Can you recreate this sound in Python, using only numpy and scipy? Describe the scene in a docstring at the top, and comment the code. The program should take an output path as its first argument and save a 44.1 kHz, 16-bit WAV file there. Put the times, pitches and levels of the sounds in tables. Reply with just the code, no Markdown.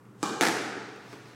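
"""A squash ball, struck once by a swishing racket, cracks against the front wall of the court.
The first impact excites damped modes of the string bed; the second is a broadband impulse with a thump.
Repeated reflection between the hard walls sustains both as reverberation for over a second.
Shoes thud and scuff on the wooden floor, above the steady rush and hum of the ventilation."""
import sys
import numpy as np
from scipy import signal
from scipy.fft import rfft, irfft, next_fast_len
from scipy.io import wavfile

SR = 44100
rng = np.random.default_rng(int(sys.argv[2]) if len(sys.argv) > 2 else 0)


def digitize_waveform(pressure):
    """Quantize a signal to 16-bit integers and store it at the path in sys.argv[1].

    Rows of a 2-D input are taken as channels; values are limited to [-1, 1].
    """
    field = np.atleast_2d(pressure).T
    bounded = np.clip(field, -1, 1)
    quanta = np.round(bounded * 32767).astype(np.int16)
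    wavfile.write(sys.argv[1], SR, quanta)


N = 59535
T = np.arange(N) / SR
RACKET_S, WALL_S = .229, .41   # instants of impact

# spectrum of the ventilation's rush: f/Hz, level/dB
AIR_SPECTRUM = [(25, -43), (65, -59), (115, -35), (200, -37.5), (400, -40), (650, -52.5), (1150, -46.5),
                (2000, -59.5), (4000, -70), (9000, -70.5), (15000, -77)]
# partials of its hum: f/Hz, rms level/dB
HUM_PARTIALS = [(122, -56), (200, -62.5)]
# footfalls: t/s, thud level/dB, slap level/dB
FOOTFALLS = [(0.054, -16, -26), (0.61, 5.5, -7), (.768, 1.5, -34), (.888, -7.5, -17.5), (.961, -7, -14),
             (1.129, -4, -10), (1.257, -11, -19.5), (1.334, -19, -24)]
# spectrum of the boards' thud: f/Hz, level/dB
THUD_SPECTRUM = [(60, -41), (130, -8.5), (220, -3), (400, 3.5), (700, -10.5), (2000, -29), (8000, -79)]
# spectrum of a sole's slap: f/Hz, level/dB
SLAP_SPECTRUM = [(150, -23), (700, -2), (2000, -2.5), (4000, -15.5), (8000, -21.5), (15000, -36)]
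# sliding soles: peak t/s, rise t/s, fall t/s, level/dB
SLIDES = [(1.127, 0.089, 0.045, -54), (1.28, 0.059, 0.094, -60.5)]
# spectrum of sole friction: f/Hz, level/dB
SCUFF_SPECTRUM = [(150, 8), (1200, 9), (2500, 2), (5500, 1.5), (9000, -8), (15000, -18)]
# early reflections of the shoes: delay t/s, level/dB
STEP_REFLECTIONS = [(.003, -1), (.01, -5)]
# diffuse field of the court: f/Hz, level/dB, t60/s
REVERBERATION = [(117, 10, 1.5), (332, 12, 1.16), (850, 9.5, 1.5), (1670, 11, 1.48), (4100, 8.5, 1.39),
                 (7280, 6, 1.1), (14400, 4.5, 0.36)]
# spectrum of air passing the strings: f/Hz, level/dB
SWISH_SPECTRUM = [(100, 12), (400, 15), (1500, 1), (4000, -4), (8000, -3), (15000, -28)]
# modes of string bed and ball: f/Hz, level/dB, t60/s
BED_MODES = [(213, -30, 0.021), (361, -23, 0.011), (460, -57, .05), (809, -27.5, 0.023),
             (1086, -28.5, 0.023), (1190, -29, 0.022), (1538.5, -39, 0.1), (1680, -61, 0.033),
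             (2362, -29, 0.023)]
# high modes of single strings: f/Hz, level/dB, t60/s
PING_MODES = [(5010, -39, 0.022), (6380, -29.5, .018), (7700, -27, 0.016)]
# spectrum of the strings' tick on the ball: f/Hz, level/dB
TICK_SPECTRUM = [(100, -41), (1800, -18), (3300, -5.5), (6000, -5.5), (7600, -4.5), (8600, -12.5),
                 (11000, -18.5), (15000, -30)]
# early reflections of the stroke: delay t/s, level/dB
RACKET_REFLECTIONS = [(.006, -2), (.0085, -3), (0.0293, -3.5)]
# spectrum of the first instant at the wall, heard directly: f/Hz, level/dB
CRACK_SPECTRUM = [(300, -44), (1500, 2), (2500, 9), (4000, 4), (7000, 3), (10000, -2.5), (15000, -29)]
# spectrum of the ball's smack on the wall: f/Hz, level/dB
SMACK_SPECTRUM = [(60, -23), (130, 0.5), (200, 10.5), (310, 16.5), (450, 16), (600, 6.5), (690, 12.5),
                  (850, 15.5), (1040, 3.5), (1350, 13), (1780, 10.5), (2150, 7.5), (3000, 1.5), (5500, 2.5),
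                  (8500, -2), (11000, -7), (15000, -17)]
# early reflections of the smack: delay t/s, level/dB
WALL_REFLECTIONS = [(.0069, -10.5), (.0078, -8), (0.014, -18), (0.0153, -11), (0.0165, -6.5),
                    (0.0231, -9.5), (.0255, -5.5), (0.043, -8), (0.0585, -6.5), (0.064, -8.5), (.076, -8.5)]


def from_db(db):
    """Amplitude ratio of a level: tenfold for every 20 dB."""
    return 10 ** (np.asarray(db) / 20)


def at_hz(points, hz, column=1):
    """Interpolation of a table column along log frequency."""
    table = np.array(points)
    return np.interp(np.log(np.maximum(hz, 1)), np.log(table[:, 0]), table[:, column])


def colour(x, spectrum):
    """Minimum-phase filtering: folding the cepstrum gives the spectrum a causal response."""
    size = next_fast_len(2 * N)
    size += size % 2
    gain = from_db(at_hz(spectrum, np.arange(size // 2 + 1) * SR / size))
    cepstrum = irfft(np.log(gain))
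    cepstrum[1:size // 2] *= 2
    cepstrum[size // 2 + 1:] = 0
    return irfft(rfft(x, size) * np.exp(rfft(cepstrum)))[:N]


def cut(x, hz, kind):
    """Second-order Butterworth filtering, low-pass or high-pass."""
    return signal.sosfilt(signal.butter(2, hz, kind, fs=SR, output="sos"), x)


def clicks(rows):
    """Ideal impulses, one for each row of t/s, level/dB."""
    out = np.zeros(N)
    for s, db in rows:
        out[int(s * SR)] += from_db(db)
    return out


def burst(start_s, fade_s):
    """Exponentially decaying noise with the energy of a unit impulse."""
    x = rng.standard_normal(N) * (T >= start_s) * np.exp(-np.maximum(T - start_s, 0) / fade_s)
    return x / np.linalg.norm(x)


def ring(x, hz, t60):
    """Damped harmonic oscillator: a unit impulse starts a sinusoid of unit amplitude."""
    r, w = from_db(-60 / (t60 * SR)), 2 * np.pi * hz / SR
    return signal.lfilter([1, -r * np.cos(w)], [1, -2 * r * np.cos(w), r * r], x + 1e-18)


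def ventilation():
    """Broadband flow noise, with a hum that wavers by slow random amplitude modulation."""
    hum = 0
    for hz, db in HUM_PARTIALS:
        waver = 1 + .22 * signal.resample(rng.standard_normal(16), N)
        hum += from_db(db) * np.sqrt(2) * waver * np.sin(2 * np.pi * (hz * T + rng.random()))
    return hum + colour(rng.standard_normal(N), AIR_SPECTRUM)


def shoes():
    """Impact makes the boards thud and the soles slap; sliding friction adds scuffs of noise."""
    thuds = colour(clicks([(s, db) for s, db, _ in FOOTFALLS]), THUD_SPECTRUM)
    slaps = colour(clicks([(s, db) for s, _, db in FOOTFALLS]), SLAP_SPECTRUM)
    slide = sum(from_db(db) * np.exp(-np.maximum((s - T) / rise, (T - s) / fall))
                for s, rise, fall, db in SLIDES)
    scuffs = colour(slide * rng.standard_normal(N), SCUFF_SPECTRUM)
    return court(thuds + slaps + scuffs, STEP_REFLECTIONS,
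                 dull_hz=2140, smear_db=-2, tail_db=-5.5, scatter_db=-7.5)


def diffuse_tail(build_up_s=.004):
    """Reverberation: each band of a diffuse field decays exponentially, the top treble fastest."""
    white, tail = rfft(rng.standard_normal(N)), 0
    octave = np.log2(np.maximum(np.arange(len(white)) * SR / N, 1))
    centres = np.geomspace(80, 16000, 16)
    for hz, pick in zip(centres, np.eye(len(centres))):
        band = irfft(white * np.interp(octave, np.log2(centres), pick), N)
        fade_s = at_hz(REVERBERATION, hz, column=2) / np.log(1000)
        decay = np.exp(-T / fade_s) * np.sqrt(2 / (fade_s * SR))   # unit energy
        tail += band * from_db(at_hz(REVERBERATION, hz)) * decay
    return cut(tail * (1 - np.exp(-T / build_up_s)), hz=103, kind="high")


def court(x, echoes, dull_hz, smear_db, tail_db, scatter_db):
    """Reflection: the direct sound is followed by early echoes, scattered ones and a diffuse tail."""
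    # the walls spread the treble of each echo in time
    smear = sum(from_db(db + smear_db) * burst(s, fade_s=.001) for s, db in echoes)
    early = cut(clicks(echoes), dull_hz, "low") + smear
    echoes_per_s, peak_s = 900, .05
    arrivals = (rng.random(N) < echoes_per_s / SR) * rng.choice([-1, 1], N)
    scatter = arrivals * T * np.exp(-T / peak_s)
    scatter /= np.linalg.norm(scatter)
    response = early + from_db(scatter_db) * scatter + from_db(tail_db) * diffuse_tail()
    return x + signal.fftconvolve(x, response)[:N]


def swish(level_db=-47.5, rise_s=.026):
    """Flow noise of air through the strings grows with the speed of the swing, up to the contact."""
    speed = np.exp(np.minimum(T - RACKET_S, 0) / rise_s) * (T < RACKET_S)
    return from_db(level_db) * colour(speed * rng.standard_normal(N), SWISH_SPECTRUM)


def racket(give_s=.001417):
    """Modal excitation: the ball ticks on the strings, then squashes and sets the bed vibrating."""
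    touch = clicks([(RACKET_S, 0)])
    push = cut(clicks([(RACKET_S + give_s, 0)]), hz=1475, kind="low")   # a soft ball pushes bluntly
    bed = sum(from_db(db) * ring(push, hz, t60) for hz, db, t60 in BED_MODES)
    bed = cut(bed, hz=132, kind="high")
    pock = from_db(-24) * ring(push, hz=311, t60=.059)   # the ball squashing
    side_wall_echo = clicks([(RACKET_S + RACKET_REFLECTIONS[0][0], -1.5)])
    pings = sum((-1) ** k * from_db(db) * ring(touch + side_wall_echo, hz, t60)
                for k, (hz, db, t60) in enumerate(PING_MODES))
    direct = pock + pings + from_db(-10.5) * bed   # the bed radiates extra sound straight backwards
    tick = colour(touch, TICK_SPECTRUM)
    return direct + court(bed + tick, RACKET_REFLECTIONS,
                          dull_hz=1960, smear_db=-5.5, tail_db=0, scatter_db=-1)


def front_wall(thump_lag_s=.0013):
    """Impulsive excitation: the ball cracks on the wall, thumps as it flattens and excites the room."""
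    crack = colour(burst(WALL_S, fade_s=.0011), CRACK_SPECTRUM)
    smack = colour(clicks([(WALL_S, 0)]), SMACK_SPECTRUM)
    thump = ring(clicks([(WALL_S + thump_lag_s, -15.5)]), hz=293, t60=.059)
    thump = cut(cut(thump, hz=150, kind="high"), hz=860, kind="low")
    return crack + thump + court(smack, WALL_REFLECTIONS,
                                 dull_hz=8800, smear_db=-.5, tail_db=-.5, scatter_db=1.5)


def scene():
    """Linear superposition of all the sources, in mono."""
    return (ventilation() + shoes() + swish() + racket() + front_wall())[None]


def record(dry):
    """A small microphone limits the bandwidth; its group delay in one band smears clicks slightly."""
    delayed_hz, width_hz, cutoff_hz = 5560, 1400, 15900
    r, w = np.exp(-np.pi * width_hz / SR), 2 * np.pi * delayed_hz / SR
    poles = [1, -2 * r * np.cos(w), r * r]
    thinned = cut(dry, hz=61, kind="high")
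    smeared = signal.lfilter(poles[::-1], poles, thinned)   # all-pass
    return signal.sosfilt(signal.ellip(10, .1, 70, cutoff_hz, fs=SR, output="sos"), smeared)


dry = scene()
out = record(dry)
digitize_waveform(out)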